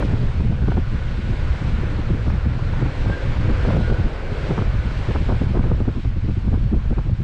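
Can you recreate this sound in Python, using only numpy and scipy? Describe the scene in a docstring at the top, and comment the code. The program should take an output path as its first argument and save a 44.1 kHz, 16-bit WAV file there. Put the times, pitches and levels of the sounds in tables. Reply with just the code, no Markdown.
"""Wind buffets the microphone port first of all: a deep rumble, a throb, a flutter and short sharp gusts.
Place: the door of an off-road car rolling along a sandy track; one microphone, with the wind right on its port.
Tyre hiss and a low drone come back off the bushes and swell where they stand close; the exhaust hums and
gears whine faintly. Wind, tyres and drone are shaped noise, snaps are pulses, exhaust and gears are sines.
A fast, soft limiter holds the peaks down."""
import sys
import numpy as np
from scipy import signal
from scipy.fft import rfft, irfft, next_fast_len
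from scipy.io import wavfile
from scipy.ndimage import uniform_filter1d, minimum_filter1d, map_coordinates

SR = 44100
rng = np.random.default_rng(int(sys.argv[2]) if len(sys.argv) > 2 else 0)


def to_linear_factor(level_db):
    """Convert decibel levels (scalar or array-like) to linear amplitude factors."""
    exponent = np.asarray(level_db, float) / 20
    return 10 ** exponent


def store_pcm(level_fs):
    """Save levels as 16-bit WAV."""
    pcm = np.round(np.clip(level_fs, -1, 1) * 32767).astype(np.int16)
    wavfile.write(sys.argv[1], SR, np.atleast_2d(pcm).T)


N = 318843  # samples

# air streaming over the port: [t/s, common strength/dB, tilt from large to small eddies/dB]
WIND_STREAM = [(0, -21, 2), (.15, -19, 0), (.4, -19, 0), (.75, -19, 0), (1, -20.5, 0), (1.5, -19.5, 0),
               (1.9, -19, 0), (2.3, -20, 0), (2.7, -20, 0), (2.85, -18, 0), (3.2, -21, 0), (3.4, -21.5, 0),
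               (3.7, -20, 0), (4.05, -18, 0), (4.12, -24, 0), (4.45, -22, 0), (4.7, -20, 0), (5.1, -19, 0),
               (5.7, -18, 0), (6.15, -21, 0), (6.6, -18, 0), (6.95, -20, 0), (7.1, -19, 0), (7.23, -22, 0)]
# lulls, the stream briefly lifts off the port: [middle t/s, length scale/s, depth/dB]
WIND_LULLS = [(0.32, 0.044, 8.5), (0.567, 0.021, 6), (0.854, 0.037, 6), (1.218, 0.024, 10.5),
              (1.377, 0.056, 6), (1.54, 0.13, 5), (2.024, 0.04, 3.5), (2.252, 0.041, 7), (2.606, 0.016, 9),
              (2.953, 0.098, 10.5), (3.177, 0.098, 5), (3.624, 0.022, 0), (3.976, 0.052, 9),
              (4.19, 0.021, 5.5), (4.575, 0.033, 10.5), (4.83, 0.025, 11), (5.246, 0.021, 12.5),
              (5.396, 0.022, 6), (5.484, 0.018, 5), (5.953, 0.023, 20), (6.024, 0.028, 10.5),
              (6.217, 0.033, 6.5), (6.353, 0.017, 12), (6.705, 0.052, 5), (6.951, 0.021, 10),
              (7.035, 0.033, 5.5), (7.168, 0.041, 10), (2.393, 0.031, 6), (3.03, .025, 3), (3.352, .04, 4),
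              (4.028, 0.024, 10.5), (4.102, 0.033, 9.5), (4.636, .025, 9), (4.725, .025, 7),
              (5.042, .025, 6), (5.139, .015, 6), (6.156, 0.023, 6.5), (6.405, .035, 1), (6.605, .03, 1.5),
              (6.823, .05, 5), (6.886, .02, 3)]
# heaves, large eddies rolling over the port: [middle t/s, rise or, if negative, dip/dB]
WIND_HEAVES = [(.12, 3), (.27, 5), (.5, 2.5), (.65, 3.5), (.92, 5), (1.43, 4), (1.52, 11), (1.75, 3.5),
               (1.849, 1), (2.16, 0), (2.28, 5), (2.48, -3), (2.82, -4), (3.01, 7), (3.3, 5.5), (3.54, 6),
               (3.65, 12), (3.92, 9), (4.06, 7), (4.67, 6.5), (4.79, 4), (5.19, 1.5), (5.35, 1), (5.5, 0),
               (5.6, 8), (5.98, 3.5), (6.06, 7), (6.28, 7), (6.63, 4), (6.78, 5), (6.89, 7)]
# gusts, eddies bursting on the port: [t just before the peak/s, reference level/dB, length scale/s]
GUST_BURSTS = [(0.035, -16, 0.027), (0.127, -10.5, 0.02), (0.221, -15, 0.024), (0.394, -18.5, 0.019),
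               (0.503, -19, 0.032), (0.622, -14.5, 0.024), (0.681, -9, 0.019), (0.743, -16.5, 0.015),
               (0.777, -9.5, 0.015), (0.931, -18, 0.026), (1.184, -20, 0.021), (1.295, -17.5, 0.017),
               (1.622, -16, 0.0093), (1.829, -14, 0.01), (1.922, -23, 0.028), (1.981, -16, 0.022),
               (2.1, -10, 0.014), (2.129, -15.5, 0.025), (2.265, -15, 0.04), (2.328, -16, 0.017),
               (2.46, -11.5, 0.017), (2.816, -13, 0.025), (3.061, -14, 0.019), (3.097, -12.5, 0.014),
               (3.296, -18, 0.017), (3.485, -11, 0.033), (3.676, -11.5, 0.028), (3.741, -11.5, 0.019),
               (3.771, -10, 0.03), (3.803, -14, 0.015), (3.905, -12, 0.026), (3.989, -16.5, 0.022),
               (4.036, -18, 0.028), (4.5, -8, 0.016), (4.576, -12.5, 0.018), (4.612, -15, 0.017),
               (5.088, -14.5, 0.02), (5.157, -18, 0.018), (5.212, -14.5, 0.017), (5.295, -14, 0.022),
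               (5.316, -17.5, 0.031), (5.414, -10.5, 0.028), (5.551, -15, 0.024), (5.592, -11, 0.021),
               (5.643, -14, 0.03), (5.715, -9.5, 0.017), (5.802, -14, 0.029), (5.878, -9.5, 0.021),
               (5.962, -16, 0.036), (6.048, -14.5, 0.018), (6.163, -17.5, 0.017), (6.242, -17, 0.02),
               (6.285, -14, 0.027), (6.373, -14.5, 0.011), (6.476, -14, 0.011), (6.536, -12.5, 0.015),
               (6.727, -7, 0.026), (6.911, -13.5, 0.021), (6.976, -16, 0.018), (7.06, -20.5, 0.022),
               (7.11, -23, 0.022), (0.448, -16, 0.019), (1.321, -22.5, 0.023), (1.785, -19.5, .018),
               (2.655, -20.5, .018), (2.857, -18.5, 0.014), (2.994, -23.5, 0.013), (3.45, -15, 0.016),
               (4.314, -22, 0.021), (4.665, -23, 0.027), (4.741, -21, 0.018), (4.906, -22, .018),
               (4.99, -23, .018), (5.501, -18.5, .018), (6.573, -18.5, 0.012), (6.76, -15, 0.015),
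               (7.2, -19.5, 0.024)]
# smallest eddies breaking on the port edge: [t/s, reference level/dB, width scale/ms]
EDGE_SNAPS = [(0.4056, -18, 0.145), (0.5241, -22, 0.32), (0.63, -21, 0.34), (0.6804, -21.5, 0.24),
              (0.6855, -15.5, 0.21), (0.7183, -14.0, 0.32), (0.7222, -14.0, 0.22), (0.7547, -18.0, 0.33),
              (0.7721, -13.0, 0.32), (0.7777, -14.5, 0.19), (2.27, -20.0, 0.19), (2.2808, -17.0, 0.16),
              (2.3026, -20.5, 0.16), (2.5935, -20.5, 0.19), (2.738, -19.0, 0.17), (2.8268, -16, 0.24),
              (2.863, -20.0, 0.16), (3.0611, -17.0, 0.22), (3.0996, -16.0, 0.29), (3.1033, -17.0, 0.24),
              (3.4906, -13.5, 0.29), (3.651, -17.0, 0.2), (3.663, -18.0, 0.2), (3.6831, -14.5, 0.26),
              (3.6869, -12.0, 0.27), (3.7042, -13.0, 0.16), (3.7093, -15.0, 0.23), (3.7476, -13.5, 0.3),
              (3.7681, -10.5, 0.29), (3.811, -14.5, 0.24), (3.9177, -14.0, 0.3), (3.9262, -13.0, 0.27),
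              (4.2359, -19.5, 0.21), (4.5019, -18, 0.24), (4.5066, -13.5, 0.27), (4.5103, -17.0, 0.22),
              (4.5145, -15.5, 0.27), (4.5186, -13.0, 0.26), (4.5798, -11, 0.16), (4.5865, -18.0, 0.16),
              (4.5903, -12, 0.15), (4.6221, -16.0, 0.16), (5.1086, -17.5, 0.19), (5.1137, -20.0, 0.19),
              (5.1497, -19.5, 0.16), (5.154, -16.0, 0.27), (5.1585, -14, 0.25), (5.1612, -12, 0.14),
              (5.2931, -12, 0.24), (5.3017, -19.5, 0.16), (5.309, -15.5, 0.22), (5.3186, -17.5, 0.26),
              (5.3223, -13.5, 0.22), (5.3282, -17.0, 0.29), (5.3673, -23, 0.3), (5.4145, -19.0, 0.16),
              (5.4188, -14.0, 0.3), (5.5519, -14, 0.27), (5.5555, -12.0, 0.29), (5.5626, -18.0, 0.16),
              (5.5662, -21.0, 0.17), (5.5719, -12.5, 0.32), (5.5951, -14, 0.19), (5.6098, -17.0, 0.27),
              (5.6416, -16, 0.18), (5.6499, -20.5, 0.24), (5.6663, -20, 0.3), (5.7037, -22.5, 0.16),
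              (5.7173, -8.0, 0.29), (5.8042, -19.0, 0.27), (5.8077, -22.5, 0.19), (5.8131, -22.5, 0.27),
              (5.854, -24.5, 0.16), (5.8776, -22.5, 0.24), (5.8824, -12.5, 0.27), (5.8893, -22.0, 0.16),
              (6.0505, -26.0, 0.16), (6.0585, -25.5, 0.16), (6.2865, -25, 0.28), (6.2947, -20.0, 0.32),
              (6.4665, -28.5, 0.18), (6.4819, -21.0, 0.21), (6.5314, -21.0, 0.27), (6.542, -19, 0.17),
              (6.5485, -24.0, 0.16), (6.5526, -29.0, 0.16), (6.5598, -27.0, 0.24), (6.7107, -27.0, 0.24),
              (6.7308, -26.0, 0.27), (6.7386, -14.5, 0.28), (6.7449, -20.5, 0.29), (6.8551, -27, 0.28),
              (6.9093, -21.5, 0.27), (6.9173, -26.5, 0.26), (6.9237, -25.5, 0.18), (6.9285, -16.5, 0.26),
              (6.9843, -17, 0.17), (6.9907, -20.0, 0.19), (6.9951, -27.5, 0.16), (7.096, -20.5, 0.27)]
# the stream tears raggedly at the port edge: [middle t/s, length scale/s, level/dB]
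EDGE_FLURRIES = [(0.01, 0.044, -25.5), (0.134, .08, -33.5), (3.678, 0.049, -31.5), (3.77, 0.11, -29.5),
                 (3.914, 0.06, -30), (4.608, 0.09, -40), (5.154, 0.031, -41), (5.32, 0.083, -34.5),
                 (5.57, 0.051, -31), (5.655, 0.048, -35), (5.73, 0.03, -34.5), (6.536, 0.038, -38),
                 (6.987, 0.02, -37)]
# the car as the roadside throws it back: [t/s, nearness of bushes/dB, drone level/dB, tyre grip/dB]
ROADSIDE = [(0.05, -43.5, 7.5, -10), (0.07, -46, -4.5, 0), (0.6, -50, 7, 1.5), (0.72, -47.5, -6, 0),
            (0.84, -49.5, 1, 1), (0.9, -48, 0.5, 0), (1.3, -46, 1.5, 0), (1.5, -45.5, 1, 2),
            (1.7, -44.5, 0, 1), (1.72, -46, 0, 1.5), (2.05, -47.5, 5.5, 3.5), (2.31, -47, 1.5, 1),
            (2.45, -49.5, 2, 3.5), (2.81, -46.5, 3.5, 3), (3.05, -44.5, 0.5, 1.5), (3.2, -45, 7, 3.5),
            (3.35, -45, -6, 4), (3.5, -44.5, 5, 3), (3.68, -43, 5.5, 2), (3.9, -44, 3, -1.5),
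            (3.96, -46, 4.5, 3), (4.26, -47.5, 7.5, 3), (4.48, -43, 7, 0), (4.74, -47, 4, 3),
            (5.09, -43.5, 1, 0), (5.89, -51.5, 5, 2.5), (6.05, -48.5, -16, -2), (6.12, -53.5, 3, 3),
            (6.28, -51, -7, -2), (6.64, -52.5, 4, 0.5), (7.18, -53, 0, 1.5)]
# the engine slows, holds, climbs as a lower gear engages, falls away: [t/s, cycle rate f/Hz, load/dB]
ENGINE_RUN = [(0, 51.4, -38), (.16, 51.2, -43), (.28, 51, -47), (.4, 47.5, -54), (.58, 42.8, -56),
              (.7, 37, -58), (1, 33.4, -54), (2.15, 30.9, -48), (2.85, 32.8, -47), (3.2, 33.3, -44),
              (3.45, 33.2, -40), (3.6, 35, -46), (3.75, 43, -43), (3.95, 46.4, -42), (4.1, 47.6, -44.5),
              (4.45, 46.3, -46), (4.65, 45, -50), (5.05, 41, -55), (5.3, 39, -70), (7.23, 36, -80)]
# relative level/dB of the 4th to 19th multiples of the cycle rate
EXHAUST_HARMONICS = [-5, -2, -8, -7, -4, -2, -8, -8, -7, -8, -9, -4, -7, -10, -9, -9]
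# response of the exhaust pipe: [f/Hz, gain/dB]
EXHAUST_PIPE = [(100, 0), (570, 0), (660, -5), (800, -12), (1100, -25)]
# faint gear tones: [start t/s, length/s, f at start/Hz, glide/(Hz/s), reference level/dB]
GEAR_WHINES = [(-.1, 0.33, 1445, -26, -50), (0.43, 0.52, 1488, 5.5, -49), (0.804, 0.56, 1466, 19.5, -48),
               (1.304, 0.33, 1480, -61, -48), (3.724, 0.36, 1430, 190, -43.5),
               (3.862, 0.2, 1475, -170, -46), (3.748, 0.28, 1594, -20.5, -48),
               (4.621, 0.32, 1483, -48, -48), (2.444, 0.35, 1380, 1, -50), (3.001, 0.26, 1556, 200, -45),
               (3.418, 0.33, 1580, -60.5, -48)]
# noise colours, from large eddies to tyre hiss: [f/Hz, relative spectral level/dB]
RUMBLE_COLOUR = [(8, -31.5), (20, 0.5), (30, -4), (50, -5), (75, -10.5), (140, -60.5)]
THROB_COLOUR = [(35, -31.5), (55, -0.5), (80, -2), (120, -2), (160, -12), (300, -37.5)]
FLUTTER_COLOUR = [(80, -48), (140, -2.5), (220, -2), (350, -16), (600, -30), (1200, -71)]
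GUST_COLOUR = [(60, -19), (130, -3.5), (200, 3), (330, -6), (550, -22), (1200, -51)]
EDGE_COLOUR = [(200, -31.5), (380, -0.5), (650, -12), (1000, -15.5), (1500, -18.5), (2500, -37)]
DRONE_COLOUR = [(200, -36.5), (300, -3.5), (420, -7.5), (510, -3), (620, -7), (800, -23), (1200, -41)]
ROAR_COLOUR = [(400, -43.5), (700, -2), (1000, -2), (1250, -3.5), (1500, -1), (1800, -5.5), (2300, -10),
               (3200, -25), (5000, -59)]
GRAVEL_COLOUR = [(900, -31.5), (1400, -4), (2000, 0), (2800, -7), (4000, -12), (6000, -37.5)]
HISS_COLOUR = [(1300, -35), (2200, -2.5), (2800, -4.5), (3600, -7.5), (4200, -9), (5000, -14),
               (6300, -20.5), (8000, -24.5), (9000, -31.5), (10500, -40), (12000, -47.5), (13500, -66.5),
               (15500, -70.5)]


def wind():
    """One strength drives all eddies: large ones rumble, smaller ones throb and flutter in partly shared lumps."""
    rumble_db, throb_db, flutter_db = -2.5, -4, -17  # each eddy size over the strength
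    heave_s = 0.044  # length scale
    t = np.arange(N) / SR
    strength_db, tilt_db = curves(WIND_STREAM)
    strength_db = strength_db - sum(depth * bell(t, s, length) for s, length, depth in WIND_LULLS)
    heave_db = sum(rise * bell(t, s, heave_s) for s, rise in WIND_HEAVES)
    lumps = wobble(14)

    rumble_lumps = to_linear_factor(1.4 * wobble(9.1) + 0.7 * lumps)
    rumble = unit(rumble_lumps * even(rush(RUMBLE_COLOUR), 0.034))
    rumble = rumble * to_linear_factor(strength_db + rumble_db + heave_db - tilt_db / 2)

    # each gust also shoves the throb
    gust_s, gust_db, _ = np.transpose(GUST_BURSTS)
    shove = bells(gust_s, gust_db - 5.5, 0.026, peak_at=0.48)
    throb_lumps_db = 1.22 * lumps + 1.7 * wobble(7) + 1.5 * wobble(26)
    steady = to_linear_factor(strength_db + throb_db + tilt_db / 2 + throb_lumps_db)
    throb = np.hypot(steady, shove) * even(rush(THROB_COLOUR, patchy_db=3), 0.053)

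    # the small eddies swing wider than the strength
    flutter_lumps = to_linear_factor(1.3 * lumps + 1.9 * wobble(30))
    flutter = unit(flutter_lumps * rush(FLUTTER_COLOUR))
    flutter = flutter * to_linear_factor(widen(strength_db, 2.64) + flutter_db + tilt_db)
    return rumble + throb + flutter


def gusts():
    """Passing eddies thud, the smallest ones snap, and ragged noise surrounds each snap and fills the flurries."""
    s, db, length = np.transpose(GUST_BURSTS)
    thuds = bells(s, db - 8.5, length, peak_at=0.43) * even(rush(GUST_COLOUR), 0.025)
    s, db, _ = np.transpose(EDGE_SNAPS)
    around_snaps = bells(s, db - 17, 0.0094, peak_at=0.083)
    middle, span, tear_db = np.transpose(EDGE_FLURRIES)
    flurries = bells(middle, tear_db, span, peak_at=0)
    edges = np.hypot(around_snaps, flurries) * unit(to_linear_factor(4.0 * wobble(150)) * rush(EDGE_COLOUR))
    return thuds + edges + snaps()


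def snaps():
    """Each snap is a narrow spike of pressure, up or down, that swings back on either side."""
    s, db, width_ms = np.transpose(EDGE_SNAPS)[:, :, None]
    at = np.round(s * SR).astype(int) + np.arange(-300, 300)
    u = (at / SR - s) / (width_ms / 1000)  # time in widths
    shape = np.exp(-(u / 2.1) ** 2 / 2) * np.cos(0.86 * u)
    sign = np.sign(rng.standard_normal(s.shape))
    spikes = sign * to_linear_factor(db - 3.5) * shape
    return np.bincount(at.ravel(), spikes.ravel(), minlength=N)[:N]


def car():
    """Four noises swell as bushes pass close; a separate level also shapes the low drone, tyre grip the roar."""
    near_db, drone_level_db, grip_db = curves(ROADSIDE)
    twigs = wobble(8.1)
    drone_db = near_db + 2.5 + drone_level_db + 0.44 * wobble(10)
    drone = to_linear_factor(drone_db) * rush(DRONE_COLOUR, patchy_db=-0.5)
    roar_db = near_db + 4.5 + grip_db + 0.58 * twigs
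    roar = to_linear_factor(roar_db) * rush(ROAR_COLOUR, patchy_db=1.1)
    # the gravel wash swings wider than the nearness
    gravel = unit(to_linear_factor(1.7 * wobble(60)) * rush(GRAVEL_COLOUR, patchy_db=0.7))
    gravel = gravel * to_linear_factor(widen(near_db, 1.8) - 5.5)
    hiss = to_linear_factor(near_db + 0.09 * twigs) * rush(HISS_COLOUR, patchy_db=0.86)
    return drone + roar + gravel + hiss


def engine():
    """Repeating firings make the exhaust a comb of multiples, each fluttering on its way to the port."""
    hz, load_db = curves(ENGINE_RUN)
    turn = 2 * np.pi * np.cumsum(hz * (1 + 0.0025 * wobble(8))) / SR  # phase of the engine cycle
    pipe_hz, pipe_db = np.transpose(EXHAUST_PIPE)
    comb = np.zeros(N)
    for k, db in enumerate(EXHAUST_HARMONICS, start=4):
        level_db = db + np.interp(k * hz, pipe_hz, pipe_db) + 3.5 * wobble(14)
        phase = k * turn + rng.uniform(0, 2 * np.pi) + 0.75 * wobble(26)
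        comb += to_linear_factor(level_db) * np.sin(phase)
    return np.sqrt(2) * to_linear_factor(load_db) * comb


def whines():
    """Gear tones are sines that swell and fade, wavering in pitch and strength as the load changes over bumps."""
    t, out = np.arange(N) / SR, np.zeros(N)
    for start, length, hz, glide, db in GEAR_WHINES:
        swell = np.sin(np.pi * np.clip((t - start) / length, 0, 1)) ** 0.55
        pitch = (hz + glide * (t - start)) * (1 + 0.011 * wobble(30))
        phase = 2 * np.pi * np.cumsum(pitch) / SR
        out += np.sqrt(2) * swell * to_linear_factor(db + 4 * wobble(30) - 1) * np.sin(phase)
    return out


def unit(x):
    """Scale to rms 1."""
    return x / np.sqrt(np.mean(x ** 2) + 1e-20)


def curves(rows):
    """One value per sample for each column after the time."""
    s, *cols = np.transpose(rows)
    return [np.interp(np.arange(N) / SR, s, c) for c in cols]


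def widen(level_db, factor):
    """Stretch the swings of a level about its mean."""
    return level_db.mean() + factor * (level_db - level_db.mean())


def wobble(rate):
    """A smooth random curve, rate knots a second."""
    return map_coordinates(rng.standard_normal(N // 100), [np.arange(N) * rate / SR])


def rush(spectrum, patchy_db=0):
    """Noise of rms 1 in the given colour, with patches of random gain in time and frequency."""
    z = signal.stft(rng.standard_normal(N + SR), nperseg=512)[2]
    field = uniform_filter1d(rng.standard_normal(z.shape), size=6, axis=0)
    field = uniform_filter1d(field, size=12, axis=1)
    x = signal.istft(z * to_linear_factor(patchy_db * unit(field)), nperseg=512)[1]
    f, db = np.transpose(spectrum)
    m = next_fast_len(len(x))
    # straight lines over log frequency, next to nothing outside the table
    log_f = np.log(np.fft.rfftfreq(m, 1 / SR) + 1)
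    colour_db = np.interp(log_f, np.log(f + 1), db, left=-120, right=-120)
    return unit(irfft(rfft(x, m) * to_linear_factor(colour_db), m)[:N])


def even(x, seconds):
    """Reduce the chance swells of a noise that are slower than the given span."""
    span = round(seconds * SR)
    power = uniform_filter1d(uniform_filter1d(x ** 2, size=span), size=span)
    return unit(x / np.sqrt(np.abs(power) + 0.15))


def bell(t, middle, length):
    """A smooth rise and fall, 1 in the middle and close to 0 one length away."""
    return np.exp(-5 * ((t - middle) / length) ** 2)


def bells(times, level_db, lengths, peak_at):
    """Envelope of bell-shaped bursts added in power, each peaking peak_at lengths after its time."""
    t, power = np.arange(N) / SR, np.zeros(N)
    for s, db, length in np.broadcast(times, level_db, lengths):
        near = slice(max(round((s - 4 * length) * SR), 0), round((s + 5 * length) * SR))
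        power[near] += to_linear_factor(db) ** 2 * bell(t[near], s + peak_at * length, length)
    return np.sqrt(power)


def scene():
    """Wind on the port, car and roadside all add up at one microphone."""
    return (wind() + gusts() + car() + engine() + whines())[None]


def band_limit(x):
    """A steep low-pass at the top of the band."""
    return signal.sosfilt(signal.butter(12, 15650, fs=SR, output="sos"), x)


def record(dry):
    """A fast, soft limiter holds the wind peaks down, easing in just ahead of each peak."""
    need = np.minimum(1, 0.33 / (np.abs(dry) + 1e-9)) ** 0.6  # acts above 0.33 of full scale
    held = minimum_filter1d(need, size=440, axis=1)  # 10 ms
    gain = uniform_filter1d(held, size=440, axis=1)
    return band_limit(dry * gain)


dry = scene()
out = record(dry)
store_pcm(out)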